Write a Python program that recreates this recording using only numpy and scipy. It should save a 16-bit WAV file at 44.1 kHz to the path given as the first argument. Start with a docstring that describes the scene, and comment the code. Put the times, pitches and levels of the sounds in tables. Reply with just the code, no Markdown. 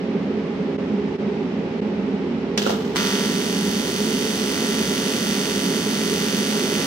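"""Arc welding in a garage

In the background the welder's cooling fan hums: shaped noise, housing resonances and steady tones.
A spark lights the arc on a steel cabinet; bursts and bands of noise sputter, then calm to a soft hiss.
Then alternating current: two snaps a cycle, built from harmonics, make a hard, steady buzz,
coloured by the echoes of cabinet and walls, with crackle at each snap and a steady sizzle throughout.
Two microphone channels differ in level, phase and echoes; deep bass and top treble are cut."""
import sys
import numpy as np
from scipy import signal
from scipy.fft import rfft, irfft, next_fast_len
from scipy.io import wavfile
from scipy.ndimage import map_coordinates

SR = 44100
rng = np.random.default_rng(int(sys.argv[2]) if len(sys.argv) > 2 else 0)


def transcribe(u):
    """Save the signal u as a 16-bit wav file named by the first command-line argument.

    u: samples, shape (n,) or (channels, n), limited to [-1, 1]; the rate is SR.
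    q: integer samples, one column per channel.
    """
    v = np.clip(np.atleast_2d(u).T, -1, 1)
    q = np.round(v * 32767).astype(np.int16)
    wavfile.write(sys.argv[1], SR, q)


N = 302526

STRIKE_S, BUZZ_S = 2.576, 2.9595  # the arc lights; the current starts to alternate
CYCLE_HZ = 48.256  # rate of the alternating current
REVERSAL_S = .00795  # from the first reversal of the current in a cycle to the second
TOP_HZ = 15800  # upper band limit of the microphone


def amp(db):
    """Decibels to gain."""
    return 10 ** (np.asarray(db) / 20)


def unit(x):
    """Scale to rms 1."""
    return x / np.sqrt(np.mean(x ** 2) + 1e-20)


def along(points, hz):
    """Interpolate (Hz, value) points on a log frequency axis."""
    f, v = np.transpose(points)
    return np.interp(np.log(hz + 1), np.log(f + 1), v)


def over_time(points, t):
    """Interpolate (s, value) points at the times t."""
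    return np.interp(t, *np.transpose(points))


def clock():
    """The time of every sample in seconds."""
    return np.arange(N) / SR


def wobble(rate):
    """A smooth random curve, rate knots a second."""
    knots = rng.standard_normal(int(N * rate / SR) + 4)
    return map_coordinates(knots, [clock() * rate])


def filtered(x, response):
    """Multiply the spectrum of x by a response of frequency."""
    m = next_fast_len(N + SR // 2)
    spectrum = rfft(x, m) * response(np.fft.rfftfreq(m, 1 / SR))
    return irfft(spectrum, m)[..., :N]


def shape(spectrum):
    """The gain function of a (Hz, dB) spectrum."""
    return lambda hz: amp(along(spectrum, hz))


def channel_gains(tilt, hz):
    """Left and right gains for a level difference that depends on frequency."""
    return amp(np.outer([.5, -.5], along(tilt, hz)))


def noise(colour, tilt, alike=((1, 0),)):
    """Stereo noise of rms 1 with a given gain, balance and left-right likeness over frequency."""
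    def mid_side(hz):
        # the angle between mid and side sets the correlation of left and right
        turn = np.arccos(np.clip(along(alike, hz), -1, 1)) / 2
        return np.array([np.cos(turn), np.sin(turn)])

    mid, side = filtered(rng.standard_normal((2, N)), mid_side)
    left_right = np.array([mid + side, mid - side])
    return unit(filtered(left_right, lambda hz: colour(hz) * channel_gains(tilt, hz)))


# Rumble of the churning air. Each row: frequency in Hz, relative level in dB per Hz.
FAN_BODY = [(13, -68), (22, -45), (37, -55), (75, -17), (124, -21), (169, -5.5), (206, -0.5), (243, -3.5),
            (276, -9), (304, -10.5), (413, -3), (462, -10.5), (620, -28.5), (810, -44.5), (1360, -120)]
# Thin rush of air above it. Each row: frequency in Hz, relative level in dB per Hz.
FAN_AIR = [(330, -17.5), (560, -2.5), (735, -8), (835, -6), (1000, -10.5), (1280, -13), (1750, -15),
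           (1960, -13.5), (2900, -17.5), (3500, -21.5), (5500, -29.5), (7500, -44.5), (10000, -56),
           (15000, -77)]
# Resonances of the fan housing. Each row: frequency in Hz, width in Hz, relative level in dB.
HOUSING = [(205.3, 37, 2), (413.4, 39, -5.5)]
# Steady fan tones. Each row: frequency in Hz, middle level in dB before the wobble and balance.
FAN_TONES = [(269.6, -34), (539.2, -45.5), (818, -51)]
# Fan noise at the two channels. Each row: frequency in Hz, likeness from 0 to 1.
FAN_ALIKE = [(40, .85), (130, .99), (260, .985), (420, .95), (560, .7), (800, .4), (2000, .1), (8000, 0)]
# Fan noise balance. Each row: frequency in Hz, left minus right in dB.
FAN_TILT = [(60, -2.5), (110, 3.5), (200, -2), (380, -3.5), (700, -2.5), (1290, -1), (2380, -1),
            (4400, -2.0), (8120, -12), (15000, -2.5)]
# Phase of the fan rumble. Each row: frequency in Hz, lead of the left channel in radians.
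FAN_LEAD = [(80, 0), (200, -.18), (420, -.25), (700, -.4)]
FAN_DB = -24.5  # rumble before the load
FAN_LOAD_DB = 0.18  # the hum is slightly stronger under load


def fan():
    """Air churns in the welder's housing, with steady tones and a thin rush above."""
    def housing(hz):
        return sum(amp(db) / (1 + (2 * (hz - centre) / width) ** 2) for centre, width, db in HOUSING)

    def lead(hz):
        return np.exp(1j * np.outer([.5, -.5], along(FAN_LEAD, hz)))

    body = amp(-1.0) * noise(shape(FAN_BODY), FAN_TILT, FAN_ALIKE)
    resonance = amp(-4.5) * noise(housing, FAN_TILT, FAN_ALIKE)
    rumble = filtered(body + resonance, lead)
    air = amp(-36.0) * noise(shape(FAN_AIR), FAN_TILT, FAN_ALIKE)
    turning = clock() + 0.00056 * wobble(3)  # the pitch drifts a little
    tones = np.zeros(N)
    for hz, db in FAN_TONES:
        tones += amp(db + 1.7 * wobble(4.03)) * np.sqrt(2) * np.sin(2 * np.pi * hz * turning)
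    load_db = FAN_LOAD_DB * (clock() > STRIKE_S)
    return amp(FAN_DB + load_db) * rumble + air + tones * amp([[-1.5], [1.5]])


# Sparks and spits. Each row: start in seconds, crack level in dB, t60 in seconds,
# low thump in dB relative to the crack, ring in dB relative to the crack.
SPARKS = [(2.576, -16, 0.058, -12, -15), (2.584, -26, .03, -5, -12), (2.6193, -22, 0.013, 1, -12),
          (2.627, -25, .02, -7, -12), (2.6645, -29, .022, 15, -6), (2.673, -25, 0.02, 5, 0),
          (2.696, -28.5, .03, 9, -6), (2.7047, -27, 0.022, 7, 2), (2.726, -32, 0.016, 3, 0),
          (2.738, -38, .035, 8, -6), (2.9532, -37, 0.022, 9, -15), (2.959, -20, .012, -1, -10),
          (2.9667, -14.5, .01, -4, -10)]
# Crack of a spark. Each row: frequency in Hz, relative level in dB per Hz.
SPARK_CRACK = [(100, -70), (530, -40), (900, -9.5), (1270, -17), (1510, -4), (2780, -3.5), (3060, -5),
               (4600, -5), (5770, -2.5), (8170, -18), (15800, -40)]
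# Hiss of the young arc. Each row: frequency in Hz, relative level in dB per Hz.
HISS = [(880, -27), (1500, -0.5), (2410, -11), (2930, 1), (4100, -4), (5730, -7), (9850, -25), (12700, -21),
        (15800, -21)]
# Low sputter and thumps. Each row: frequency in Hz, relative level in dB per Hz.
SPUTTER = [(80, -60), (250, -27), (500, 9.5), (900, 1), (1400, 2.5), (2200, -56), (5000, -30)]
# Ring of a spit, likely in the torch's cup. Each row: frequency in Hz, relative level in dB per Hz.
CUP_RING = [(2300, -37), (2800, 10), (3000, 2), (3200, -13), (3800, -27)]
# Balance of the arc at the two channels. Each row: frequency in Hz, left minus right in dB.
ARC_TILT = [(1000, -1), (2500, -0.5), (5000, -2), (6300, -6), (9500, -9.5), (12500, 2), (15000, -2)]
WET_S = 2.71  # the metal wets
HISS_DB, HISS_CALM_DB, HISS_CALM_S = -30, -13.5, 0.067  # young level, change once calm, time constant
SPUTTER_DB, SPUTTER_RISE_DB_PER_S, SPUTTER_FALL_DB_PER_S = -30, 147, 90  # loudest as the metal wets
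FLUTTER_DB = 1.4  # unevenness of the young arc


def ignition():
    """A spark jumps the gap; the young arc hisses and spits until the metal wets, then calms."""
    t = clock()
    burning = (t >= STRIKE_S) & (t < BUZZ_S)
    before, after = np.maximum(WET_S - t, 0), np.maximum(t - WET_S, 0)
    sputter_db = SPUTTER_DB - SPUTTER_RISE_DB_PER_S * before - SPUTTER_FALL_DB_PER_S * after
    hiss_db = HISS_DB + HISS_CALM_DB * (1 - np.exp(-after / HISS_CALM_S))
    flutter = burning * amp(FLUTTER_DB * wobble(190))

    crack, thump, ring = np.zeros(N), np.zeros(N), np.zeros(N)
    for start, db, t60, thump_db, ring_db in SPARKS:
        fade = (t >= start) * amp(db - 60 * np.clip((t - start) / t60, 0, 2))
        crack += fade
        thump += amp(thump_db) * fade
        ring += amp(ring_db) * fade

    low = (flutter * amp(sputter_db) + thump) * noise(shape(SPUTTER), ARC_TILT)
    hiss = flutter * amp(hiss_db) * noise(shape(HISS), ARC_TILT)
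    cracks = crack * noise(shape(SPARK_CRACK), ARC_TILT)
    rings = ring * noise(shape(CUP_RING), ARC_TILT)
    return low + hiss + cracks + rings


# A snap and its near echoes. Each row: left delay in seconds, right delay in seconds, level in dB.
ECHOES = [(0, .00012, 2), (.00085, .001, -6), (.0021, .0022, -3), (.0036, .0035, -9), (.0058, .0056, -10),
          (.0067, .0069, -6)]
# Decay of the room's tail. Each row: frequency in Hz, t60 in seconds.
GARAGE_DECAY = [(300, 0.19), (3000, 0.63), (14000, 0.1)]


def garage():
    """The way of a snap to each channel: near echoes, scatter from the cabinet, then the room's tail."""
    scatter_db, scatter_t60, tail_db = -7, .022, -4.5
    hz, t, z = signal.stft(rng.standard_normal((2, SR // 3)), SR, nperseg=256)
    decay = amp(-60 * t / along(GARAGE_DECAY, hz)[:, None])
    tail = signal.istft(z * decay, SR, nperseg=256)[1]
    tail_time = np.arange(tail.shape[1]) / SR
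    scatter = rng.standard_normal(tail.shape) * amp(-60 * tail_time / scatter_t60)

    mirror = np.zeros(tail.shape)
    for left, right, db in ECHOES:
        mirror[[0, 1], [round(left * SR), round(right * SR)]] += amp(db)
    # the low notes and the high treble arrive mostly scattered
    mirror = signal.lfilter(*signal.butter(2, [1000, 6500], 'bandpass', fs=SR), mirror)

    tail = amp(tail_db) * tail / np.linalg.norm(tail[0])
    scatter = amp(scatter_db) * scatter / np.linalg.norm(scatter[0])
    return mirror + tail + scatter


# General strength of the harmonics. Each row: frequency in Hz, relative level of each harmonic in dB.
SNAP = [(200, -80), (550, -55), (950, -53.5), (1300, -52.5), (2000, -52.5), (2400, -55.5), (2750, -55.5),
        (3100, -54.5), (3600, -54), (4000, -51), (4350, -53.5), (4900, -56), (5500, -53.5), (6100, -54.5),
        (7200, -57), (8100, -58), (9300, -53.5), (12000, -54), (14000, -56), (15300, -52.5)]
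# How far chance echoes make the harmonics differ. Each row: frequency in Hz, exponent (0 is even).
UNEVEN = [(1500, .6), (6200, .6), (7500, 1.4), (10000, 1)]
# Harmonics that cabinet and room reinforce. Each row: multiple of the cycle rate,
# left and right relative level in dB before the common lift.
STRONG = [(13, -53, -51), (14, -56, -54), (20, -50, -49), (24, -46, -51), (25, -54, -50), (28, -49, -43.5),
          (29, -51, -43.5), (31, -49, -47), (32, -51, -48), (35, -51, -45), (38, -47, -46), (39, -49, -45),
          (41, -50, -48), (42, -42.5, -43.5), (46, -50, -48), (52, -46, -52), (53, -47, -52),
          (57, -46, -55), (59, -55, -38), (62, -52, -47), (63, -46, -39), (64, -47, -43), (66, -47, -45),
          (67, -55, -42), (69, -44, -52), (70, -43, -44), (73, -43, -48), (74, -44, -44.5), (75, -44, -52),
          (77, -45, -50), (91, -43.5, -46), (92, -49, -45), (94, -49, -40), (95, -40, -40), (97, -54, -44),
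          (98, -52, -46), (105, -50, -47), (106, -51, -47), (109, -46, -43), (112, -54, -44),
          (113, -43, -48), (119, -52, -46), (123, -53, -36), (126, -44, -42.5), (127, -54, -41),
          (129, -56, -41), (130, -51, -50), (134, -61, -45), (137, -55, -51), (144, -60, -45.5),
          (154, -57, -49)]
# Phase of the standing waves. Each row: frequency in Hz, lead of the left channel in radians.
STANDING_TURN = [(1400, 1.2), (2300, 1.6), (2700, -1.9), (3600, -1.3), (4500, -1), (6200, -1.1),
                 (7500, -1.2)]
STRONG_LIFT_DB = 4.6  # lifts the standing waves over the rest


def arc_cycle(size=8192):
    """One cycle at the microphone: the arc relights with a snap at each reversal of the current."""
    hz = CYCLE_HZ * np.arange(int(TOP_HZ / CYCLE_HZ))
    two_snaps = .85 + np.exp(-2j * np.pi * hz * REVERSAL_S)
    # a transform of one second has one bin per Hz
    heard = two_snaps * rfft(garage(), SR)[:, np.round(hz).astype(int)]
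    # echoes make the harmonics uneven, and standing waves lift some well above the rest
    unevenness = unit(unit(np.abs(heard)) ** along(UNEVEN, hz))
    strength = unevenness * shape(SNAP)(hz) * channel_gains(ARC_TILT, hz)
    phase = np.angle(heard)
    for multiple, left, right in STRONG:
        phase[0, multiple] = phase[1, multiple] + along(STANDING_TURN, hz[multiple])
        strength[:, multiple] = amp(STRONG_LIFT_DB) * amp([left, right])
    return unit(irfft(strength * np.exp(1j * phase), size))


# Level of the buzz. Each row: time in seconds, level in dB before the extra of cold metal.
BUZZ_LEVEL = [(3.0, -30.5), (3.5, -30.5), (4.0, -30), (4.46, -29.5), (4.58, -29), (5.35, -28.5),
              (5.85, -29.5), (6.3, -28.5), (6.8, -28.5)]
# Lower notes of the buzz. Each row: time in seconds, change of level in dB.
LOW_NOTES = [(3.3, -0.5), (3.55, -1), (4.45, 0), (4.6, 2.5), (5.0, 0.5), (6.5, 1), (6.72, 2)]
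# Unsteady timing of the snaps. Each row: time in seconds, scatter in seconds.
JITTER = [(4.05, .000003), (4.17, .00004), (4.31, .00002), (4.39, .00011), (4.48, .0001), (4.55, .000003)]
# Extra colour of the snaps on cold metal. Each row: frequency in Hz, gain in dB.
COLD_COLOUR = [(700, 6), (1400, 6.5), (2500, 2), (6000, -1), (12000, -16)]
# Steady sizzle of the hot gas. Each row: frequency in Hz, relative level in dB per Hz.
SIZZLE = [(500, -20), (1100, -5.5), (2000, 0), (2450, -7), (3200, -6), (4100, 0.5), (5000, -3.5),
          (6200, -5.5), (8000, -7), (11000, -12), (14000, -9.5), (15500, -9)]
# Rough edge of a snap. Each row: frequency in Hz, relative level in dB per Hz.
CRACKLE = [(900, -24), (1500, 3), (2000, -1), (2450, 11), (3100, 13), (4000, 3), (5000, 7), (6200, -27),
           (7200, -30), (9500, -34), (15000, -28)]
# Narrow ring of the unsteady arc. Each row: frequency in Hz, relative level in dB per Hz.
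FLARE = [(2650, -40), (2820, 4), (2890, -4), (3050, -40)]
COLD_EXTRA_DB, COOL_START_S = 4.5, 0.3  # starts loud on cold metal, then settles
LOW_NOTES_HZ = 2200  # upper edge of the lower notes
SLIP_START_S, SLIP_END_S, SLIP_LAG_S = 4.37, 4.48, .0012  # the timing slips once
SNAP_SCATTER_DB, CRACKLE_SCATTER_DB = 0.35, 2.2  # spread from snap to snap
CRACKLE_DB, CRACKLE_S = 2.5, 0.0012  # middle level over the buzz level, decay time constant
FLARE_S, FLARE_WIDTH_S, FLARE_DB = 4.155, .035, -6.5  # centre, half width, peak over the buzz level


def buzz():
    """The cycle repeats at the welder's rate; each snap crackles anew and a steady sizzle runs throughout."""
    t = clock()
    age = np.maximum(t - BUZZ_S, 0)
    cold = np.exp(-age / COOL_START_S)
    level_db = over_time(BUZZ_LEVEL, t) + COLD_EXTRA_DB * np.exp(-(age / COOL_START_S) ** 2)

    # the torch sways in the hand; for a moment the snaps jitter, and their timing slips once
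    lag = np.interp(t, [SLIP_START_S, SLIP_END_S], [0, SLIP_LAG_S])
    sway = .00001 * wobble(3) + over_time(JITTER, t) * wobble(96)
    cycles = CYCLE_HZ * (t - BUZZ_S - lag - sway)
    snaps = np.array([np.interp(cycles, np.arange(len(channel)) / len(channel), channel, period=1)
                      for channel in arc_cycle()])

    # on cold metal the snaps are fuller and duller
    snaps = (1 - cold) * snaps + cold * filtered(snaps, shape(COLD_COLOUR))
    lower = filtered(snaps, lambda hz: 1 / (1 + (hz / LOW_NOTES_HZ) ** 6))
    snaps = snaps + (amp(over_time(LOW_NOTES, t)) - 1) * lower

    # every reversal of the current has its own strength
    within = cycles % 1 / CYCLE_HZ
    second = within >= REVERSAL_S
    which = np.maximum(2 * np.floor(cycles) + second, 0).astype(int)
    chance = np.clip(rng.standard_normal(which.max() + 1), -2, 2)[which]
    since_snap = within - REVERSAL_S * second
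    edge = amp(CRACKLE_DB + CRACKLE_SCATTER_DB * chance) * np.exp(-since_snap / CRACKLE_S)

    sizzle = amp(-5.5 + 0.63 * wobble(60)) * noise(shape(SIZZLE), ARC_TILT)
    crackle = edge * noise(shape(CRACKLE), ARC_TILT)
    # the unsteady arc briefly excites a narrow ring
    swell = np.exp(-((t - FLARE_S) / FLARE_WIDTH_S) ** 2)
    flare = amp(FLARE_DB) * swell * noise(shape(FLARE), ARC_TILT)
    lit = np.clip((t - BUZZ_S) / .0005 + 1, 0, 1)
    snaps = amp(1.0 + SNAP_SCATTER_DB * chance) * snaps
    return lit * amp(level_db) * (snaps + sizzle + crackle + flare)


# Brief dips in the background level. Each row: centre in seconds, depth in dB, half width in seconds.
LEVEL_DIPS = [(.775, -14, 0.0065), (1.176, -10, 0.01), (1.81, -20, 0.004)]


def scene():
    """The fan behind, then ignition and the running arc; the background level dips briefly."""
    dips_db = sum(db * np.exp(-((clock() - s) / width) ** 2) for s, db, width in LEVEL_DIPS)
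    return amp(dips_db) * fan() + ignition() + buzz()


def record(dry):
    """The camera's microphone sheds the deepest bass and keeps nothing above its band limit."""
    low_cut_hz = 44

    def response(hz):
        band = np.clip((TOP_HZ - hz) / 200 + .5, 0, 1)
        return band * hz ** 2 / np.hypot(hz ** 2, low_cut_hz ** 2)

    return filtered(dry, response)


dry = scene()
out = record(dry)
transcribe(out)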